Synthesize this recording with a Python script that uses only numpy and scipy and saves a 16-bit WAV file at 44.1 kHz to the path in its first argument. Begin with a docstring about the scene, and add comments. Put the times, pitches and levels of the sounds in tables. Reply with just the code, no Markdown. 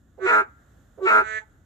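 """A frog honks twice close to the microphones, at the edge of a pond at night. Each call opens with a
puff and a low swelling hum, breaks into a rasp, locks into a nasal honk and closes on a short hum:
vocal-cord pulses ring its throat, and a thin whistle falls as the vocal sac fills. Off to the right a
weaker frog overlaps each call with a clean buzz. The near banks and the far shore answer faintly,
over a low rumble and a soft hiss."""
import sys
import numpy as np
from scipy import signal
from scipy.fft import rfft, irfft, next_fast_len
from scipy.io import wavfile
from scipy.ndimage import map_coordinates

SR = 44100
rng = np.random.default_rng(int(sys.argv[2]) if len(sys.argv) > 2 else 0)


def dump_mix(stems):
    """Bounce the given channels to the path in sys.argv[1] as a 16-bit WAV at rate SR."""
    frames = np.atleast_2d(stems).T  # one column per channel
    limited = np.clip(frames, -1, 1)  # hard clip at full scale
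    pcm = np.round(limited * 32767).astype(np.int16)
    wavfile.write(sys.argv[1], SR, pcm)


N = 72765

# Levels are relative; balance is left minus right.
# night air around the pond: freq_hz, level_db
RUMBLE_COLOUR = [(12, -62), (20, -32), (45, -3), (65, -1), (128, -5), (147, -11), (275, -12), (400, -26),
                 (520, -56), (880, -120)]
HISS_COLOUR = [(180, -20), (300, -7), (430, -3), (700, -5), (1000, -11), (1420, -5), (1790, -9),
               (2300, -24), (3650, -18), (4700, -28), (6000, -23), (6700, -15), (7500, -16), (8600, -29),
               (14500, -26)]
# where the hiss and the second frog sit between the microphones: freq_hz, balance_db
HISS_BALANCE = [(300, -1), (1500, -2), (3500, -7), (7000, -12), (9500, -4), (14000, -2)]
BUZZ_BALANCE = [(400, -8), (1100, -3), (1500, -11), (1750, -6), (2000, -12), (4000, -11), (7000, -17)]
# echo decay off the near banks and the far shore: freq_hz, t60_s
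BANK_DECAY = [(200, .15), (800, .24), (1500, .18), (4000, .12), (10000, .08)]
SHORE_DECAY = [(200, .3), (1300, .8), (1750, 1.5), (2500, .5), (8000, .3)]

# calls of the second frog, on the right: start_s, length_s, level_db, pitch_hz
BUZZ_CALLS = [(.183, .165, -30.5, 216.5), (1.195, .186, -30.3, 217)]
# its throat, and the air through its cords: freq_hz, level_db
BUZZ_THROAT = [(120, -60), (230, -42), (430, -11), (650, -15), (860, -22), (1150, -19), (1500, -12),
               (2000, -9), (2700, -25), (3200, -27), (3900, -26), (4400, -34), (5100, -52), (6400, -29),
               (7400, -30), (8100, -42), (9000, -70)]
BUZZ_AIR_COLOUR = [(500, -10), (2000, 6), (2800, -8), (4000, -8), (5100, -24), (6500, 0), (7400, 0),
                   (8100, -12), (8800, -36)]
# its soft closing note: multiple, level_db, balance_db
BUZZ_CLOSE_PARTIALS = [(2, -8, -8), (4, -4, -10), (8, 0, -2)]

# calls of the near frog: start_s, level_db, honk_hz, rasp_hz
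NEAR_CALLS = [(.175, -1, 213.4, 238), (.975, 0, 213.2, 224)]
# its throat and sac, opening puff and breath: freq_hz, level_db
NEAR_THROAT = [(100, -55), (220, -22), (440, -13), (700, -9), (1000, -15), (1200, -7), (1370, 2),
               (1600, -11), (2000, -10), (2450, -9), (2800, -18), (3150, -33), (3800, -32), (5000, -46),
               (8000, -55), (9000, -88)]
PUFF_COLOUR = [(150, -40), (300, -16), (410, 0), (600, -7), (900, -19), (1400, -27), (2500, -46),
               (6000, -60)]
AIR_COLOUR = [(800, -30), (2400, 2), (3100, -2), (3800, 2), (5000, -8), (6000, -7), (7200, 1), (8000, -8),
              (8800, -32), (14000, -40)]
# its honk and hum: multiple, level_db, balance_db
HONK_PARTIALS = [(2, -29, -2), (3, -26, -4), (4, -13, -9), (5, -22, 1), (6, -16, -7), (7, -29, 9),
                 (8, -17, -1), (9, -16, 9), (10, -15, 14), (11, -11, 1), (12, -4, -7), (13, 0, -1),
                 (14, -6, -8), (15, -8, 0), (16, -16, 6), (17, -19, 0), (18, -23, -6), (19, -18, 11),
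                 (20, -24, -5), (21, -23, 2), (22, -26, 4), (23, -26, -6)]
HUM_PARTIALS = [(1, 0, -3.5), (2, -27, 2), (3, -16, 4), (4, -23, -4), (5, -34, -3), (6, -37, -3)]

# stages within a call: start_s, attack_s, hold_end_s, release_s, level_db
PUFF = (-.002, .012, .045, .03, -44)
HUM = (.018, .08, .086, .02, -19.5)
RASP = (.074, .028, .128, .035, -18.5)
HONK = (.11, .04, .212, .06, -15.5)
RATTLE = (.088, .045, .213, .07, -28.5)
CLOSING_HUM = (.234, .011, .248, .015, -30)
AIR = (.03, .085, .175, .12, -46)
WHISTLE = (.092, .025, .222, .04, -61.5)
BUZZ_AIR = (.02, .08, .165, .11, -52)
BUZZ_CLOSE = (.028, .014, .045, .03, -47)  # timed from the end of the buzz

NEAR_LEAD_S, BUZZ_LEAD_S = .00018, -.0005  # how much sooner the left microphone hears each frog
SIDES = np.array([[.5], [-.5]])  # splits a difference between left and right


def amp(db):
    """Decibels to gain."""
    return 10 ** (np.asarray(db) / 20)


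def unit(x):
    """Scale to rms 1."""
    return x / np.sqrt(np.mean(x ** 2) + 1e-20)


def along(points, hz):
    """Read (freq_hz, value) points on a log axis."""
    freqs, values = np.transpose(points)
    return np.interp(np.log(hz + 1), np.log(freqs + 1), values)


def since(start_s):
    """Seconds since start_s, for each sample."""
    return np.arange(N) / SR - start_s


def wobble(rate_hz):
    """A smooth random curve with rate_hz knots a second."""
    return map_coordinates(rng.standard_normal(N), [np.arange(N) * rate_hz / SR + 2])


def filtered(x, response):
    """Apply a frequency response to x."""
    size = next_fast_len(N + SR // 2)
    return irfft(rfft(x, size) * response(np.fft.rfftfreq(size, 1 / SR)), size)[..., :N]


def pan(balance_db):
    """Left and right gains of constant power."""
    gains = amp(SIDES * balance_db)
    return gains / np.sqrt(np.mean(gains ** 2, axis=0))


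def arrival(hz, lead_s):
    """Phase response of a sound reaching the left microphone lead_s before the right."""
    return np.exp(2j * np.pi * hz * SIDES * lead_s)


def noise(colour, correlation):
    """Coloured noise of rms 1, partly shared by the two microphones."""
    mid, side = filtered(rng.standard_normal((2, N)), lambda hz: amp(along(colour, hz)))
    angle = np.arccos(correlation) / 2
    mid, side = np.cos(angle) * mid, np.sin(angle) * side
    return unit(np.array([mid + side, mid - side]))


def stage(t, start_s, attack_s, hold_end_s, release_s, level_db):
    """Smooth attack, hold and release."""
    ease = lambda u: np.sin(np.pi / 2 * np.clip(u, 0, 1)) ** 2
    return amp(level_db) * ease((t - start_s) / attack_s) * ease(1 - (t - hold_end_s) / release_s) ** 1.5


def night(rumble_db=-57.3, hiss_db=-69):
    """Low rumble and soft hiss from around the pond; the hiss swells between the calls."""
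    rumble = amp(rumble_db + 1.2 * wobble(9)) * noise(RUMBLE_COLOUR, correlation=.92)
    hiss = filtered(noise(HISS_COLOUR, correlation=.5), lambda hz: pan(along(HISS_BALANCE, hz)))
    swell_db = 5 * np.exp(-(since(.78) / .2) ** 2)
    return rumble + amp(hiss_db + swell_db + 1.1 * wobble(6)) * hiss


def echo(x, decay):
    """A diffuse answer from across the water, each frequency dying at its own speed."""
    hz, t, spectrum = signal.stft(rng.standard_normal((2, SR)), SR, nperseg=256)
    fade = amp(-60 * t / along(decay, hz)[:, None])
    _, tail = signal.istft(spectrum * fade, SR, nperseg=256)
    return signal.fftconvolve(x, tail / np.linalg.norm(tail[0]), axes=1)[:, :N]


def cord_pulses(hz, jitter, scatter_db):
    """Vocal-cord pulses on a pitch curve, uneven in time (jitter, in cycles) and size."""
    cycles = np.cumsum(hz) / SR
    counts = np.arange(2, int(cycles[-1]) - 2)
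    chance = rng.standard_normal((len(counts), 2))
    centres = np.interp(counts + jitter * chance[:, 0], cycles, np.arange(N))
    taps = centres.astype(int)[:, None] + np.arange(-7, 9)
    offset = taps - centres[:, None]
    clicks = np.sinc(offset) * np.cos(np.pi * offset / 16) ** 2  # band-limited, between samples
    clicks *= amp(scatter_db * chance[:, 1:])
    return np.bincount(np.clip(taps, 0, N - 1).ravel(), clicks.ravel(), N)


def ring_throat(cords, colour, size=4096):
    """Pulses ring a throat of the given colour; the voice comes out at rms 1."""
    cepstrum = irfft(np.log(amp(along(colour, np.fft.rfftfreq(size, 1 / SR)))))
    cepstrum[1:size // 2] *= 2  # fold to minimum phase, so the ringing follows each pulse
    cepstrum[size // 2 + 1:] = 0
    ringing = irfft(np.exp(rfft(cepstrum)))
    return unit(signal.fftconvolve(cords, ringing)[:N])


def sac_smear(hz, delay_s=.002, resonance_hz=1600, width_hz=450):
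    """A ringing vocal sac delays the highs above its resonance against the lows."""
    return np.exp(-2j * np.pi * delay_s * np.hypot(hz - resonance_hz, width_hz))


def partials(hz, table, flutter, dispersion_rad=1.25):
    """Fluttering partials; the sac smears each pulse, lagging phase by the multiple squared."""
    phase = 2 * np.pi * (np.cumsum(hz) / SR + SIDES * NEAR_LEAD_S * hz)
    voice = 0
    for multiple, level_db, balance_db in table:
        gain = amp(level_db) * pan(balance_db) * (1 + flutter * wobble(70))
        voice += gain * np.sin(multiple * phase - dispersion_rad * multiple ** 2)
    return unit(voice)


def buzz_body(sac_hz, width_hz=230, peak_db=5):
    """Colour of the second frog's throat with its sac resonance at sac_hz."""
    hz = np.geomspace(50, SR / 2, 400)
    sac = amp(peak_db) / (1 + (2 * (hz - sac_hz) / width_hz) ** 2)
    return np.column_stack([hz, 20 * np.log10(amp(along(BUZZ_THROAT, hz)) + sac)])


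def second_frog(start_s, length_s, level_db, pitch_hz):
    """Off to the right: a clean swelling buzz with air pulsing in it, sagging into a soft last note."""
    attack_s, full_s, release_s, tail_s = .07, .125, .02, .065
    swell_db_per_s, sag_hz_per_s, tail_db = 65, 110, -15
    t = since(start_s)
    sag_hz = sag_hz_per_s * np.clip(t - length_s, 0, tail_s)
    cords = cord_pulses(pitch_hz - sag_hz, jitter=.003, scatter_db=.3)
    filled = np.clip(t / length_s, 0, 1) ** 1.5  # fades from the low sac resonance to the high one
    voice = (1 - filled) * ring_throat(cords, buzz_body(sac_hz=1480))
    voice += filled * ring_throat(cords, buzz_body(sac_hz=1790))
    swell = amp(swell_db_per_s * np.clip(t - full_s, -length_s, 0))
    envelope = stage(t, 0, attack_s, length_s, release_s, level_db)
    envelope += stage(t, 0, attack_s, length_s, tail_s, level_db + tail_db)
    to_microphones = lambda hz: sac_smear(hz) * pan(along(BUZZ_BALANCE, hz)) * arrival(hz, BUZZ_LEAD_S)
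    buzz = filtered(voice * swell * envelope, to_microphones)
    pulsing = 1 + .7 * np.sin(2 * np.pi * pitch_hz * t)
    air = stage(t, *BUZZ_AIR) * noise(BUZZ_AIR_COLOUR, correlation=.3) * pan(-13) * pulsing
    last_note = partials(np.full(N, pitch_hz), BUZZ_CLOSE_PARTIALS, flutter=.25)
    return buzz + air + stage(t - length_s, *BUZZ_CLOSE) * last_note


def sac_whistle(t, top_hz=14500, fall_per_s=2.3, width_hz=560):
    """Two strands of narrow noise fall as the sac fills, drifting from the left towards the centre."""
    start_s, _, full_s, _, _ = WHISTLE
    hz = top_hz * np.exp(-fall_per_s * np.clip(t - start_s, 0, .5))
    phase = 2 * np.pi * np.cumsum(hz) / SR
    upper, lower = (wobble(2 * width_hz) * np.sin(angle) + wobble(2 * width_hz) * np.cos(angle)
                    for angle in (phase, .86 * phase))
    filled = np.clip((t - start_s) / (full_s - start_s), 0, 1)
    return pan(16 - 14 * filled) * (upper + filled * amp(-6) * lower)


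def rough_voice(pulse_hz, jitter, scatter_db):
    """Uneven pulses ring the near frog's throat and sac."""
    voice = ring_throat(cord_pulses(np.full(N, pulse_hz), jitter, scatter_db), NEAR_THROAT)
    return filtered(voice, lambda hz: sac_smear(hz) * arrival(hz, NEAR_LEAD_S))


def near_frog(start_s, level_db, honk_hz, rasp_hz):
    """Close to the microphones: puff, hum, rasp, a honk with a rattle in it, closing hum."""
    hum_hz, sag_hz_per_s, closing_hz = 388, 130, 402
    t = since(start_s)
    call = stage(t, *PUFF) * noise(PUFF_COLOUR, correlation=.9) * pan(-6)
    sag_hz = sag_hz_per_s * np.clip(t, 0, .5)
    call += stage(t, *HUM) * partials(hum_hz - sag_hz, HUM_PARTIALS, flutter=.04)
    call += stage(t, *RASP) * rough_voice(2 * rasp_hz, jitter=.035, scatter_db=2) * pan(-.5)
    # pulses alternate, so the honk's partials stand on half its pitch
    base_hz = honk_hz / 2 * (1 + .003 * wobble(60) + .006 * wobble(400))
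    call += stage(t, *HONK) * partials(base_hz, HONK_PARTIALS, flutter=.15)
    call += stage(t, *RATTLE) * rough_voice(2 * honk_hz, jitter=.2, scatter_db=2.5) * pan(-1.5)
    call += stage(t, *CLOSING_HUM) * partials(np.full(N, closing_hz), HUM_PARTIALS, flutter=.15)
    pulsing = 1 + .3 * np.sin(2 * np.pi * honk_hz * t)
    call += stage(t, *AIR) * noise(AIR_COLOUR, correlation=.1) * pan(-5) * pulsing
    call += stage(t, *WHISTLE) * sac_whistle(t)
    return amp(level_db) * call


def scene():
    """From the water's edge: both frogs, the near banks, the far shore and the night."""
    frogs = sum(near_frog(*call) for call in NEAR_CALLS)
    frogs += sum(second_frog(*call) for call in BUZZ_CALLS)
    banks = amp(-12) * echo(frogs, BANK_DECAY)
    far_shore = amp(-39) * echo(frogs, SHORE_DECAY)
    return frogs + banks + far_shore + night()


def record(dry):
    """The recorder keeps nothing above its band limit."""
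    return filtered(dry, lambda hz: hz < 14850)


dry = scene()
out = record(dry)
dump_mix(out)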